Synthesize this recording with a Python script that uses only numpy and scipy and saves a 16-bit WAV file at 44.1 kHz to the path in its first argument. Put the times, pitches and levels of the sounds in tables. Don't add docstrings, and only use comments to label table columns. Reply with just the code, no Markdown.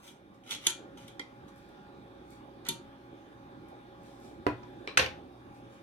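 import sys
import numpy as np
from scipy import signal
from scipy.fft import rfft, irfft
from scipy.io import wavfile
from scipy.ndimage import uniform_filter1d

SR = 44100
rng = np.random.default_rng(int(sys.argv[2]) if len(sys.argv) > 2 else 0)


def invert_db(level):
    return 10 ** (np.asarray(level, dtype=float) / 20)


def store_pcm(level_fs):
    pcm = np.round(np.clip(level_fs, -1, 1) * 32767).astype(np.int16)
    wavfile.write(sys.argv[1], SR, np.atleast_2d(pcm).T)


N = 256662

# [t/s, peak level/dB, chatter length/ms, ring level/dB]
RIM_TAP_HITS = [
    (.074, -42.5, 16, -13),
    (.971, -48.5, 12, 0),
    (1.078, -39, 8, -23),
    (1.478, -57, 6.5, -15),
]
RATTLE_HITS = [(.4754, -46, 3, -8), (.5035, -40, 2, -8.5), (.5078, -27.5, 2, -8), (.5098, -25.5, 2, -8),
               (.5125, -30, 2, -9), (.5155, -31.5, 2, -8), (.5188, -29.5, 2, -5.5), (.5235, -30.5, 2, -7),
               (.5275, -30, 3.5, -7.5), (.533, -33.5, 2, -10), (.538, -32, 2, -9.5), (.547, -34, 3, -8),
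               (.5535, -34, 2, -8), (.562, -36, 3, -9), (2.6505, -41, 5, -8.5), (2.6645, -36, 7, -9.5)]
RIM_CLINK_HITS = [
    (.6658, -17.5, 2.6, -28.5),
    (.6675, -7, 3.7, -13),
    (.696, -26, 5.5, -8.5),
    (.7035, -29, 5.4, -12),
]
WALL_TAP_HITS = [
    (1.194, -32.5, 6.6, 5.3),
    (1.2125, -47, 4.1, 4.4),
]
WALL_CLINK_HITS = [
    (2.686, -16, 6.35, -4.5),
]
THUD_HITS = [
    (4.4664, -14, 0.1, -1),
    (4.63, -45, 5.5, 3),
]
TIP_HITS = [
    (4.874, -27, 3, -7),
]
LAID_HITS = [
    (4.9729, -4.5, 1.3, -19.5),
    (4.9745, -5, 4, -12.5),
]
BOUNCE_HITS = [
    (4.9895, -18.5, 4.1, -16),
    (4.9928, -13, 8.6, -14),
    (5.0085, -26, 3, -11),
    (5.014, -20.5, 3.5, -14.5),
    (5.0225, -23.5, 9.8, -11),
    (5.0435, -27.5, 5.7, -10),
    (5.059, -24.5, 6.1, -13),
]
# [t/s, peak
# level/dB, left-right level/dB]
FAINT_TICKS = [(1.5595, -60, 7), (1.5791, -60, 2.5), (1.6887, -60, 4), (2.3046, -51.5, 8), (3.685, -57, -5),
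               (4.0327, -62, -13), (4.1994, -59, -6), (4.4657, -42.5, -5), (5.5394, -77, -4.5),
               (5.5898, -74, -2.5)]

# [f/Hz, density level/dB per Hz]
RIM_TAP_COLOUR = [(180, -22), (300, -6), (701, -26), (870, -11), (1460, -11.5), (1690, -15.5), (2320, 1),
                  (2610, -15), (3290, 5.5), (4590, -15), (4990, -12), (12300, -14), (16000, -42)]
RATTLING_COLOUR = [(300, -26), (1200, -23.5), (2200, -11), (2700, -12), (3300, 2), (4100, -4.5),
                   (5000, -14), (6100, -7.5), (7500, -12), (12000, -19), (16000, -30.5)]
RIM_CLINK_COLOUR = [(70, -38), (150, -19), (340, -18.5), (700, -31), (1800, -12), (2600, -10), (3300, -1),
                    (4200, -9.5), (5300, -17.5), (6100, -4.5), (7500, -8.5), (8600, -19), (10400, -6),
                    (13000, -24.5), (14500, -44)]
LOW_WALL_COLOUR = [(290, -27), (500, -4), (613, -31), (893, -13), (1720, -21.5), (2070, -8), (2650, -40),
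                   (3200, -13), (3810, -13), (11300, -32), (14700, -55), (16000, -71)]
WALL_CLINK_COLOUR = [(60, -35), (160, 2), (350, -8.5), (600, -26), (1800, -33.5), (2700, -18), (3500, -8),
                     (4400, -10.5), (5200, -23), (6100, -10.5), (8000, -17), (11600, -12.5), (13800, -23),
                     (15800, -43)]
COUNTER_COLOUR = [(35, -46.5), (70, -13), (175, -19), (300, 3.5), (470, -1), (700, -7.5), (1000, -9.5),
                  (2000, -7), (2800, -15), (3500, -18), (4300, -15), (6000, -18), (10000, -46),
                  (15800, -49)]
TIP_TOUCH_COLOUR = [(240, -33), (400, 2), (839, -18), (1040, -5), (1820, -10), (2510, -4.5), (2970, -9.5),
                    (5430, -19.5), (6640, -34), (8240, -32), (16000, -55)]
LANDING_COLOUR = [(60, -65), (120, -17.5), (550, -16), (1100, -4), (1700, 2), (2250, -2.5), (2700, -2),
                  (4000, -13), (5300, -14.5), (6200, -14), (7300, -23.5), (8800, -16), (11300, -35),
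                  (15800, -31)]
BOUNCING_COLOUR = [(35, -24), (60, -2), (112, -3.5), (291, -10), (394, 1.5), (1020, -3.5), (1520, -14),
                   (1790, -3.5), (2710, -1), (6120, -14.5), (7540, -34), (11700, -27.5), (15500, -43)]
FAINT_TICK_COLOUR = [(2000, -24), (5000, 4), (9000, 10.5), (13000, 9), (16000, 1.5)]

# [f/Hz, level/dB, t60/s]
RIM_MODES = [(934, -6, 0.26), (1343, -7.5, .2), (2440, -5.5, 0.22), (3144, 0, .08), (2990, -1.5, 0.12),
             (3960, -8, .12), (4060, -9, .12), (5900, -10.5, .12), (5950, -9, 0.16), (6380, -2, 0.13),
             (7550, -23.5, .2), (9700, -18, 0.074), (10300, -11, 0.046)]
RATTLE_MODES = [(2200, -6, .04), (3300, 2.5, .04), (3330, -4, .05), (4280, -5, 0.069), (6100, -12.5, .03)]
STRUCK_RIM_MODES = [(333, -3, 0.19), (906, -11.5, .18), (1365, -11.5, .25), (2390, -10, 0.22),
                    (3220, 0.5, 0.075), (3338, -8, .14), (3517, -5, .06), (4264, -6, .1), (4888, -9, .09),
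                    (5926, -4, .05), (6148, -15, .2), (6590, -3.5, 0.1), (7553, -15.5, .15),
                    (9860, -7, .06)]
LOW_WALL_MODES = [(294, -15, 0.087), (860, -12, 0.041), (1390, -14, 0.045), (2067, 0, 0.045),
                  (2346, -16, 0.089), (3217, 4.5, 0.028), (3600, -22, 0.08), (4800, -21, 0.04)]
WALL_MODES = [(168, -4.5, 0.17), (365.6, -6, 0.22), (924, -20.5, 0.45), (1410, -25, 0.21),
              (1870, -23, 0.26), (2400, -14, .12), (2750, -10, 0.15), (3037, -10, 0.22), (3374, -1, 0.092),
              (3640, 0.5, 0.075), (4250, -5, 0.088), (4840, -5.5, 0.085), (6050, -1.5, 0.052),
              (6557, 0, 0.054)]
COUNTER_MODES = [(70, -25, 0.22), (117, -11, 0.19), (310, -9.5, 0.1624), (423, -7, 0.084),
                 (516, -12, 0.065), (720, -5, 0.081), (986, 5, 0.077), (1388, -3.5, 0.045),
                 (1925, -7, 0.042), (2445, -7, 0.044), (4170, -18, 0.026)]
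TIP_MODES = [(1080, -18, .05), (2370, -13, .04), (4000, -7, 0.038)]
TONG_MODES = [(118, -11.5, 0.33), (523, -8, 0.34), (1590, 1, .1), (1777, -2, .15), (2740, 2.5, .12),
              (2980, -5, .12), (3321, -10, .15), (3720, -5, .15), (4100, 0, 0.19), (4600, -8, .15),
              (5889, -9, .12), (6310, 2, .06), (8635, -22, .1), (11400, -14, 0.23)]
SETTLING_MODES = [(82.4, -1.5, 0.59), (427, -0.5, .2), (520.6, -4.5, 0.22), (1776, 2, 0.09), (2020, -6, .1),
                  (2726, -4, 0.071), (3050, -3.5, 0.1), (3374, -7, 0.072), (3500, -3.5, 0.12),
                  (5900, -15, .06)]

# [loudest t/s, rise/s, fall/s, level/dB, brightness/dB per octave]
SCRAPE_STROKES = [
    (.05, 0.11, 0.16, -57.5, 3.5),
    (.514, 0.08, 0.086, -42.5, -0.2),
    (.664, 0.11, 0.0051, -45.5, 0.8),
    (.974, 0.0073, 0.22, -60, 1),
    (1.085, 0.03, 0.047, -67, -7),
    (2.658, 0.013, 0.1, -48.5, -3),
]
# [f/Hz, density level/dB per Hz]
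COATING_COLOUR = [(240, -35.5), (400, -11), (607, -23), (814, -18.5), (1140, -14), (1400, -2), (1680, -16),
                  (2020, -4.5), (2630, -12.5), (3160, -4), (4440, -16), (4650, -13.5), (7170, -19),
                  (7870, -18), (16000, -29)]
# [loudest t/s, rise/s, fall/s, level/dB]
SLEEVE_STROKES = [
    (.343, 0.019, 0.047, -72.5),
    (1.484, .013, 0.03, -62),
    (1.57, 0.14, 0.37, -75),
    (2.32, .13, 0.14, -66),
    (4.06, 0.17, 0.37, -68.5),
    (4.24, 0.17, 0.2, -65),
    (5.55, 0.083, .1, -70),
    (5.72, 0.11, 0.22, -71),
]
# [f/Hz, density level/dB per Hz]
SLEEVE_COLOUR = [(880, -47), (1500, -10.5), (1640, -2), (1900, -7), (2340, -3), (3030, -17), (3590, -6),
                 (4290, -8), (8830, -13.5), (16000, -24.5)]

# [f/Hz, t60/s]
ROOM_DECAY = [(100, 0.43), (400, 0.24), (1500, 0.28), (4000, .26), (9000, 0.22), (15000, 0.11)]
# [f/Hz, correlation/1]
PORT_LIKENESS = [(25, .6), (60, 0.88), (130, .93), (290, .9), (640, 0.56), (1400, 0.26), (3100, 0.21),
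                 (6800, 0.18), (15000, 0.067)]
# [f/Hz, left-right level/dB]
FAN_TILT = [(60, -1), (110, -0.5), (200, -1.0), (380, -3), (700, -5.5), (1290, -2), (2380, 0), (4400, 2.5),
            (8120, -2), (15000, 1)]
# [f/Hz, density level/dB per Hz]
FAN_AIR = [(12, -53.5), (20, -23.5), (43, -10.5), (116, -5.5), (150, -4), (367, 0.5), (410, -6.5),
           (542, -11.5), (678, -13.5), (849, -14), (949, -17), (2750, -28), (3530, -31), (4540, -33),
           (16000, -47)]
# [f/Hz, width/Hz, level/dB]
DUCT_RESONANCES = [(305.7, 120, 1.5), (557, 24.2, 9), (790, 68, 8.5), (1134, 300, 6.5), (1667, 310, 6),
                   (2380, 210, 6.5), (3560, 710, 9.5), (7260, 590, -7.5)]
# [f/Hz, wavering width/Hz, level/dB]
MOTOR_LINES = [(59.2, 1.8, -73), (120.1, 6, -66.5), (272.8, 1.4, -67), (549.6, 2.3, -66.5),
               (829, 3.5, -65.5), (1150, 4.4, -80), (1260, 4.8, -79), (1410, 1.4, -74), (1535, 4, -84.5),
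               (3700, 8, -87)]

FAN_LAG, BASKET_LAG, COUNTER_LAG = 13, 4, 13


def contact(s, db, ms, ring_db, colour, modes, room_db, pan_db, lag):
    longest_s = max(t60 for _, _, t60 in modes)
    t = np.arange(0, min(longest_s + .05, .4), 1 / SR)
    crack = signal.oaconvolve(chatter(ms), causal(colour))
    crack = np.pad(crack, (0, len(t)))[:len(t)]
    fill = 1 - np.exp(-t / (0.00042 * ms))
    ring = ringing(modes, t) * fill
    crack = -invert_db(db) * crack / abs(crack).max()
    ring = -invert_db(db + ring_db) * ring / abs(ring).max()
    return s, ports(crack + ring, pan_db, lag), invert_db(room_db) * (crack + 0.68 * ring)


def chatter(ms, size=2048):
    u = np.arange(size) / SR / (max(ms, .3) / 1000)
    swell = np.tanh(7.0 * u) * np.exp(-u ** 3)
    x = rng.standard_normal(size) * swell
    if ms < 1:
        return swell
    for _ in range(6):
        z = rfft(x)
        flat = irfft(z / (abs(z) + 1e-12))
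        x = flat * swell / np.sqrt(uniform_filter1d(flat ** 2, 24) + 1e-9)
    return x


def ringing(modes, t):
    split_hz = 60.0 * rng.standard_normal(len(modes))
    phase = 2 * np.pi * rng.random(len(modes))
    total = np.zeros(len(t))
    for (hz, db, t60), split, p in zip(modes, split_hz, phase):
        twin_hz = hz + split * min(hz / 1000, 1)
        pair = np.sin(2 * np.pi * hz * t) + .5 * np.sin(2 * np.pi * twin_hz * t + p)
        total += invert_db(db - 60 * t / t60) * pair
    return total


def friction(row, colour, per_s, spread_db, ring_db):
    top_s, rise_s, fall_s, db, slope = (*row, 0)[:5]
    t = np.arange(-min(rise_s, top_s), fall_s, 1 / SR)
    rise_db = -28.5 * abs(t / rise_s) ** 0.8
    fall_db = -34.5 * abs(t / fall_s) ** 1.5
    level_db = db + np.where(t < 0, rise_db, fall_db)
    slips = rng.standard_normal(SR // 2) * (rng.random(SR // 2) < per_s / SR)
    slips = slips * invert_db(spread_db * np.minimum(rng.exponential(1, SR // 2), 4))
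    tilted = [(hz, d + slope * np.log2(hz / 4000)) for hz, d in colour]
    rub = evened(signal.oaconvolve(slips, causal(tilted))[:len(t)])
    damped = [(hz, d, 0.67 * t60) for hz, d, t60 in RIM_MODES]
    rim = ringing(damped, np.arange(3000) / SR)
    ring = evened(signal.oaconvolve(slips, rim)[:len(t)])
    return top_s + t[0], (rub + invert_db(ring_db) * ring) * invert_db(level_db)


def ports(x, pan_db, lag, own=0.6, direct=0.45):
    taps = np.zeros((2, 400))
    at = rng.integers(20, 400, (2, 8)) // np.array([[1], [4]])
    size = rng.uniform(-1, 1, at.shape) * np.exp(-at / 150)
    size[1] *= np.sqrt(1 - direct ** 2) / (own * np.linalg.norm(size[1]))
    np.put_along_axis(taps, at, own * size, 1)
    taps[1, lag] = direct - 1
    taps = signal.lfilter([1, -1], [1, -.93], taps)
    taps[0, 0] += 1
    taps[1, lag] += 1
    return signal.oaconvolve(x[None], taps, axes=1) * invert_db(np.array([[.5], [-.5]]) * pan_db)


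def kitchen(x):
    taps = np.zeros((2, SR // 2))
    at = np.arange(400, SR // 2 - 20, 20)
    at = at + rng.integers(0, 20, (2, len(at))) - 200
    np.put_along_axis(taps, at, rng.choice([-1., 1.], at.shape), 1)
    hz, t, z = signal.stft(taps, SR, nperseg=512)
    same = np.clip(read(PORT_LIKENESS, hz), 0, 1)[:, None]
    z = np.array([z[0], same * z[0] + np.sqrt(1 - same ** 2) * z[1]])
    decay = invert_db(-60 * t / read(ROOM_DECAY, hz)[:, None])
    tail = signal.istft(z * decay, SR, nperseg=512)[1]
    tail = tail / np.linalg.norm(tail, axis=1, keepdims=True)
    return signal.fftconvolve(x[None], tail, axes=1)[:, :N]


def fan():
    t = np.arange(N) / SR
    sound = fan_air()
    for f, width, db in MOTOR_LINES:
        sound += motor_line(t, f, width, db)
    settling_db = -4.5 / (1 + np.exp((t - .66) / 0.1))
    lift_db = 2.5 * np.exp(-((t - 4.85) / 0.3) ** 2)
    return sound * invert_db(settling_db + lift_db)


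def fan_air():
    frames, hz = N // 512 + 5, np.fft.rfftfreq(2048, 1 / SR)
    a, b, c, d, patches = rng.standard_normal((frames, 1025, 5)).T
    patches = evened(uniform_filter1d(uniform_filter1d(patches, 20, 0), 8, 1))
    shape_db = read(FAN_AIR, hz)
    for f, width, db in DUCT_RESONANCES:
        shape_db = shape_db + db / (1 + (2 * (hz - f) / width) ** 2)
    same = np.clip(read(PORT_LIKENESS, hz), -1, 1)[:, None]
    left = a + 1j * b
    z = np.array([left, same * left + np.sqrt(1 - same ** 2) * (c + 1j * d)])
    z[1] *= np.exp(-2j * np.pi * hz * FAN_LAG / SR)[:, None]
    balance_db = np.array([.5, -.5])[:, None, None] * read(FAN_TILT, hz)[:, None]
    z *= invert_db(shape_db[:, None] + 2.1 * patches + balance_db)
    return invert_db(-52) * evened(signal.istft(z, nperseg=2048, noverlap=1536)[1][:, :N])


def motor_line(t, f, width, db):
    knots = np.arange(0, N / SR + 1, 1 / (2 * width + 1))
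    wander = rng.standard_normal((2, 2, len(knots)))
    same = read(PORT_LIKENESS, f)
    wander[1] = same * wander[0] + (1 - same) * wander[1]
    turn = np.exp(2j * np.pi * f * t)
    line = np.zeros((2, N))
    for port in range(2):
        real, imag = (np.interp(t, knots, w) for w in wander[port])
        swing = 1 + 0.72 * (real + 1j * imag)
        late = np.exp(-2j * np.pi * f * port * FAN_LAG / SR)
        line[port] = invert_db(db) * np.sqrt(2) * (swing * turn * late).real
    return line


def evened(x):
    return x / np.sqrt(np.mean(x ** 2) + 1e-20)


def read(points, hz):
    f, value = np.transpose(points)
    return np.interp(np.log(hz + 1), np.log(f + 1), value)


def add(mix, s, sound):
    part = mix[..., round(s * SR):][..., :sound.shape[-1]]
    part += sound[..., :part.shape[-1]]


def causal(points, size=4096):
    hz = np.fft.rfftfreq(size, 1 / SR)
    log_gain = np.log(invert_db(np.maximum(read(points, hz), -80)))
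    full = np.concatenate([log_gain, log_gain[-2:0:-1]])
    taps = np.fft.ifft(np.exp(np.conj(signal.hilbert(full)))).real[:size // 2]
    return taps / np.linalg.norm(taps)


def scene():
    # (contacts, colour, modes, room level/dB, left-right level/dB, lag/samples)
    bodies = [(RIM_TAP_HITS, RIM_TAP_COLOUR, RIM_MODES, -4, .6, BASKET_LAG),
              (RATTLE_HITS, RATTLING_COLOUR, RATTLE_MODES, -7, -3, BASKET_LAG),
              (RIM_CLINK_HITS, RIM_CLINK_COLOUR, STRUCK_RIM_MODES, -9, -2.5, BASKET_LAG),
              (WALL_TAP_HITS, LOW_WALL_COLOUR, LOW_WALL_MODES, -8, -3, BASKET_LAG),
              (WALL_CLINK_HITS, WALL_CLINK_COLOUR, WALL_MODES, -8.5, -1.2, BASKET_LAG),
              (THUD_HITS, COUNTER_COLOUR, COUNTER_MODES, -3, -3.4, COUNTER_LAG),
              (TIP_HITS, TIP_TOUCH_COLOUR, TIP_MODES, -1.5, -4, COUNTER_LAG),
              (LAID_HITS, LANDING_COLOUR, TONG_MODES, -5.5, -1.8, COUNTER_LAG),
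              (BOUNCE_HITS, BOUNCING_COLOUR, SETTLING_MODES, -7, -3.5, COUNTER_LAG)]
    hits = [contact(*row, *body) for rows, *body in bodies for row in rows]
    for s, db, pan_db in FAINT_TICKS:
        hits.append(contact(s, db, 3, -24, FAINT_TICK_COLOUR, RIM_MODES, -1, pan_db, BASKET_LAG))
    near, far = np.zeros((2, N)), np.zeros(N)
    for s, direct, wet in hits:
        add(near, s, direct)
        add(far, s, wet)
    # (strokes, colour, slips per second, spread/dB, rim ring level/dB)
    rubs = [(SCRAPE_STROKES, COATING_COLOUR, 3000, 3.5, -6),
            (SLEEVE_STROKES, SLEEVE_COLOUR, 12000, 1.5, -40)]
    for strokes, *surface in rubs:
        for row in strokes:
            s, rub = friction(row, *surface)
            add(near, s, ports(rub, -1.3, BASKET_LAG) * invert_db(0.5))
            add(far, s, rub * invert_db(-3.0))
    b, a = signal.butter(2, 55, "high", fs=SR)
    return signal.lfilter(b, a, near + kitchen(far) * invert_db([[.9], [-.9]])) + fan()


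def roll_off(x):
    return signal.sosfilt(signal.butter(12, 16500, fs=SR, output="sos"), x)


def record(dry):
    edge = signal.firwin(401, 15850, window=("kaiser", 8), fs=SR)
    mix = signal.oaconvolve(dry, edge[None], "same")
    return roll_off(mix)


dry = scene()
out = record(dry)
store_pcm(out)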